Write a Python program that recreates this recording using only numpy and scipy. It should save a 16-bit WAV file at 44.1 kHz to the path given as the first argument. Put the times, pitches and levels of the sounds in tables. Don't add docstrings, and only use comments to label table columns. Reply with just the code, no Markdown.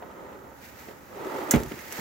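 import sys
import numpy as np
from scipy import signal
from scipy.fft import rfft, irfft
from scipy.io import wavfile

SR = 44100
rng = np.random.default_rng(int(sys.argv[2]) if len(sys.argv) > 2 else 0)


def invert_db(x):
    u = np.asarray(x, float) / 20
    return 10 ** u


def file_out(sig):
    cols = np.atleast_2d(sig).T
    lim = np.clip(cols, -1, 1)
    pcm = np.round(lim * 32767).astype(np.int16)
    wavfile.write(sys.argv[1], SR, pcm)


N = 88332


def rms_one(x):
    return x / np.sqrt(np.mean(x ** 2) + 1e-20)


def in_time(rows):
    return np.interp(np.arange(N) / SR, *np.transpose(rows))


def at_hz(points, n):
    hz, value = np.transpose(points)
    bins_hz = np.arange(n // 2 + 1) * SR / n
    return np.interp(np.log(bins_hz + 1), np.log(hz), value)


def drift(rate_hz):
    r = np.exp(-2 * np.pi * rate_hz / SR)
    noise = rng.standard_normal(N + SR)
    settled = signal.lfilter([1], [1, -2 * r, r * r], noise)[SR:]
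    return rms_one(settled)


def ring(push, hz, t60):
    r, w = invert_db(-60 / (t60 * SR)), 2 * np.pi * hz / SR
    return signal.lfilter([0, np.sin(w)], [1, -2 * r * np.cos(w), r * r], push + 1e-18)


def resonance(x, hz, width_hz):
    r = np.exp(-np.pi * width_hz / SR)
    feedback = [1, -2 * r * np.cos(2 * np.pi * hz / SR), r * r]
    return signal.lfilter([(1 - r * r) / 2, 0, (r * r - 1) / 2], feedback, x)


def ports(mid, side, tilt_db, likeness):
    lag_s = 2.5e-5
    n = len(mid)
    hz = np.arange(n // 2 + 1) * SR / n
    alike = np.clip(at_hz(likeness, n), 0, 1)
    sign = np.array([[1], [-1]])
    pair = np.sqrt(1 + alike) * rfft(mid) + sign * np.sqrt(1 - alike) * rfft(side)
    balance = invert_db(sign * at_hz(tilt_db, n) / 2)
    lag = np.exp(1j * np.pi * sign * lag_s * hz)
    return irfft(pair / np.sqrt(2) * balance * lag, n)


# frequency in Hz, share from 0 to 1.
STEADY_LIKENESS = [(60, 0.56), (240, 0.7), (950, 0.13), (3770, 0.26), (15000, 0.25)]
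# frequency in Hz, left over right in dB.
STEADY_TILT = [(60, -3), (380, -2.5), (2380, -4.0), (15000, 0.5)]


def steady(sources, colour):
    mid, side = irfft(rfft(sources) * invert_db(at_hz(colour, N)), N)
    return rms_one(ports(mid, side, STEADY_TILT, STEADY_LIKENESS))


# frequency in Hz, level in dB per Hz.
HISS_COLOUR = [(700, -24), (1500, 2), (3100, -25), (7000, -12.5), (8500, -22.5), (10200, -24),
               (11200, -14.5), (15800, -11.5)]


def hiss():
    return invert_db(-56) * steady(rng.standard_normal((2, N)), HISS_COLOUR)


# frequency in Hz, level in dB per Hz.
RUMBLE_COLOUR = [(12, -54), (20, -21), (43, -12), (51, -14.5), (64, -1.5), (102, -7), (250, -4.5),
                 (320, -11), (550, -120)]


def rumble():
    return invert_db(-53.5 + 0.5 * drift(30)) * steady(rng.standard_normal((2, N)), RUMBLE_COLOUR)


# peak in seconds, level in dB, rise in dB per s, fall in dB per s.
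CLOTH_STROKES = [
    (0.649, -45.5, 144, 98),
    (0.788, -46, 248, 67),
    (.89, -49.5, 83, 300),
    (1.36, -45.5, 39, 10),
    (1.602, -42.5, 43, 290),
    (1.69, -48, 148, 2),
    (1.85, -48.5, 35, 30),
    (2, -35, 98, 45),
]
# frequency in Hz, level in dB per Hz.
CLOTH_COLOUR = [(700, -24), (1900, -1), (3250, -13.5), (7000, -13.5), (8600, -19.5), (10200, -22),
                (11300, -14.5), (15800, -11)]


def fabric():
    t = np.arange(N) / SR
    power = np.zeros(N)
    for peak_s, db, rise, fall in CLOTH_STROKES:
        drop_db = np.where(t < peak_s, rise * (peak_s - t), fall * (t - peak_s))
        power += invert_db(2 * (db - drop_db))
    flicker = invert_db(1.0 * drift(45))
    return np.sqrt(power) * flicker * steady(rng.standard_normal((2, N)), CLOTH_COLOUR)


# time in seconds, level in dB.
DRAG_LEVEL = [(0, -46.5), (.12, -44), (.33, -43.5), (.41, -48), (.46, -47), (.6, -51), (.8, -50),
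              (.9, -46.5), (.95, -50), (1.08, -50.5), (1.2, -38), (1.36, -32.5), (1.48, -35), (1.56, -31),
              (1.64, -41.5), (1.7, -46), (1.9, -47), (2, -38)]
# frequency in Hz, level in dB per Hz.
FRAME_COLOUR = [(59, -49), (100, -17), (134, -12.5), (323, 3), (371, -4), (581, -1.5), (1080, -6),
                (1260, -9.5), (4000, -26.5), (5200, -41), (8800, -120)]
# frequency in Hz, width in Hz, level in dB.
FRAME_PEAKS = [(540, 80, 2), (894, 100, 4), (1280, 120, 6), (1900, 200, 3)]


def judder():
    lumps = rng.standard_normal(N) * invert_db(3.5 * drift(50))
    return rms_one(ring(np.diff(lumps, prepend=0), hz=377, t60=.05))


def drag():
    slips_per_s, spread_db = 4000, 2.5
    sizes = invert_db(spread_db * np.minimum(rng.exponential(1, (2, N)), 4))
    directions = rng.choice([-1, 1], (2, N))
    slips = sizes * directions * (rng.random((2, N)) < slips_per_s / SR)
    scrape = slips.copy()
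    for hz, width_hz, db in FRAME_PEAKS:
        scrape += invert_db(db) * resonance(slips, hz, width_hz)
    level_db = in_time(DRAG_LEVEL)
    judder_db = -4 + 0.26 * (level_db + 36.5)
    return invert_db(level_db) * (steady(scrape, FRAME_COLOUR) + invert_db(judder_db) * judder())


# start in seconds, level in dB, rattle t60 in s, brightness in dB.
CLICK_EVENTS = [(1.5098, -19, 0.045, 7), (1.5135, -17.5, 0.15, -8), (1.518, -37.5, 0.26, -5),
                (1.548, -35, 0.028, 4), (1.559, -18.5, 0.024, -9.5), (.3285, -35, .015, -20),
                (1.6, -42, .05, 2), (1.619, -41, .02, 2), (1.634, -36, .025, 1), (1.661, -40, .02, 0),
                (1.683, -42, .03, 0), (1.79, -28, .035, -14), (1.807, -44, .02, 3), (1.9165, -30, .03, -11),
                (1.9235, -27, .04, -2), (1.957, -28, 0.036, -14), (1.97, -36, 0.022, -12)]
# frequency in Hz, level in dB per Hz.
RATTLE_COLOUR = [(500, -30), (900, -10), (2600, -8), (4500, -17), (6700, 0), (9400, -12), (11500, -2),
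                 (16500, -3)]
# frequency in Hz, level in dB, t60 in seconds.
LATCH_MODES = [(2040, -24.5, 0.018), (6140, -35.5, 0.051), (7530, -32, 0.028), (11080, -35, 0.037),
               (12660, -37, 0.01)]


def clicks():
    out = np.zeros((2, N))
    t = np.arange(SR // 8) / SR
    for start_s, db, t60, bright_db in CLICK_EVENTS:
        noise = rng.standard_normal((2, len(t)))
        rattle = rms_one(irfft(rfft(noise) * invert_db(at_hz(RATTLE_COLOUR, len(t))), len(t)))
        force = rattle * invert_db(-60 * t / t60)
        hit = force.copy()
        for hz, mode_db, mode_t60 in LATCH_MODES:
            hit += invert_db(mode_db) * ring(force, hz, mode_t60)
        shelf_db = at_hz([(3200, 0), (5500, bright_db)], len(t))
        hit = irfft(rfft(hit) * invert_db(shelf_db), len(t))
        i = int(start_s * SR)
        out[:, i:i + len(t)] += invert_db(db) * hit[:, :N - i]
    return out


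# start in seconds, peak in dB, pitch of the part struck in Hz, spread in octaves.
SEAT_BLOWS = [(0.0238, -32.5, 684, 0.87), (0.886, -32, 486, 0.23), (0.91, -35, 460, 0.23),
              (1.5366, -18, 640, 0.42), (1.5387, -8, 270, 0.33), (1.545, -13.5, 143, 0.29),
              (1.5508, -14.5, 188, 0.36), (1.558, -17, 193, 0.48), (1.559, -22, 62, 0.52),
              (1.56, -18, 418, 0.22), (1.569, -22.5, 400, 0.68), (1.601, -28, 156, 0.45),
              (1.627, -29.5, 232, 0.46), (1.659, -33, 109, 1.1), (1.674, -38, 149, 1),
              (1.713, -29.5, 377, 0.17), (1.7185, -23, 312, 0.25), (1.739, -35, 232, 0.65),
              (1.973, -47, 500, 0.79), (1.989, -26.5, 171, 0.23), (1.995, -32.5, 247, .7)]
# frequency in Hz, level in dB, t60 in seconds.
SEAT_MODES = [(61, 2, .15), (145, 2, .055), (230, 0, .06), (294, -3, .05), (383, -4, .06), (427, -4, .1),
              (533, -4, .08), (645, -3, .05), (708, -4, .08), (850, -5, .05), (960, -5, .05)]


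def blows():
    mode_spread_db, crunch_db, crunch_t60 = 1.5, -4.5, 0.05
    out = np.zeros((2, N))
    t = np.arange(SR // 4) / SR
    crunch_band = signal.butter(2, [704, 2500], "band", fs=SR, output="sos")
    for start_s, db, pitch_hz, octaves in SEAT_BLOWS:
        push_band = signal.butter(2, [pitch_hz / 1.8, pitch_hz * 2.5], "band", fs=SR, output="sos")
        push = signal.sosfilt(push_band, signal.unit_impulse(len(t)))
        hit = np.zeros((2, len(t)))
        for hz, mode_db, t60 in SEAT_MODES:
            far = np.log2(hz / pitch_hz) / octaves
            tone = invert_db(mode_db - 2.8 * far ** 2) * ring(push, hz, t60)
            hit[0] += invert_db(mode_spread_db * rng.standard_normal()) * tone
            hit[1] += rng.standard_normal() * tone
        noise = rng.standard_normal((2, len(t)))
        hit += signal.sosfilt(crunch_band, invert_db(crunch_db - 60 * t / crunch_t60) * noise)
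        i = int(start_s * SR)
        out[:, i:i + len(t)] += invert_db(db) * hit[:, :N - i]
    return out


def cabin(x):
    t60, wall_cut_hz = 0.21, 1000
    n = 2 * N
    bins = np.arange(N + 1)
    one_sample_late = np.exp(-2j * np.pi * bins / n)
    dull = 1 / (1 + 1j * bins * SR / n / wall_cut_hz)
    out = np.zeros((2, N + 1), complex)
    lags = (rng.uniform(.004, 0.012, 12) * SR).astype(int)
    for k, lag in enumerate(lags):
        loop = invert_db(-60 * lag / SR / t60) * dull * one_sample_late ** lag
        out[k % 2] += (-1) ** (k // 2) * loop / (1 - loop)
    return irfft(out * rfft(x, n), n)[:, :N]


# frequency in Hz, left over right in dB.
HIT_BALANCE = [(40, -5), (150, -1.5), (500, -2.5), (1200, -4.5), (2400, -2), (6000, -3.5)]
# frequency in Hz, share from 0 to 1.
HIT_ALIKE = [(60, .8), (250, .9), (600, .4), (2000, .4), (5000, .7)]


def scene():
    background = hiss() + rumble()
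    hits = clicks() + blows()
    direct = ports(*hits, HIT_BALANCE, HIT_ALIKE)
    echoes = invert_db(-24) * cabin(hits[0])
    return background + fabric() + drag() + direct + echoes


def band_limit(x):
    return signal.sosfilt(signal.butter(12, 16860, fs=SR, output="sos"), x)


def record(dry):
    low_pass = signal.ellip(10, .5, 55, 15800, fs=SR, output="sos")
    mix = signal.sosfilt(low_pass, dry)
    return band_limit(mix)


dry = scene()
out = record(dry)
file_out(out)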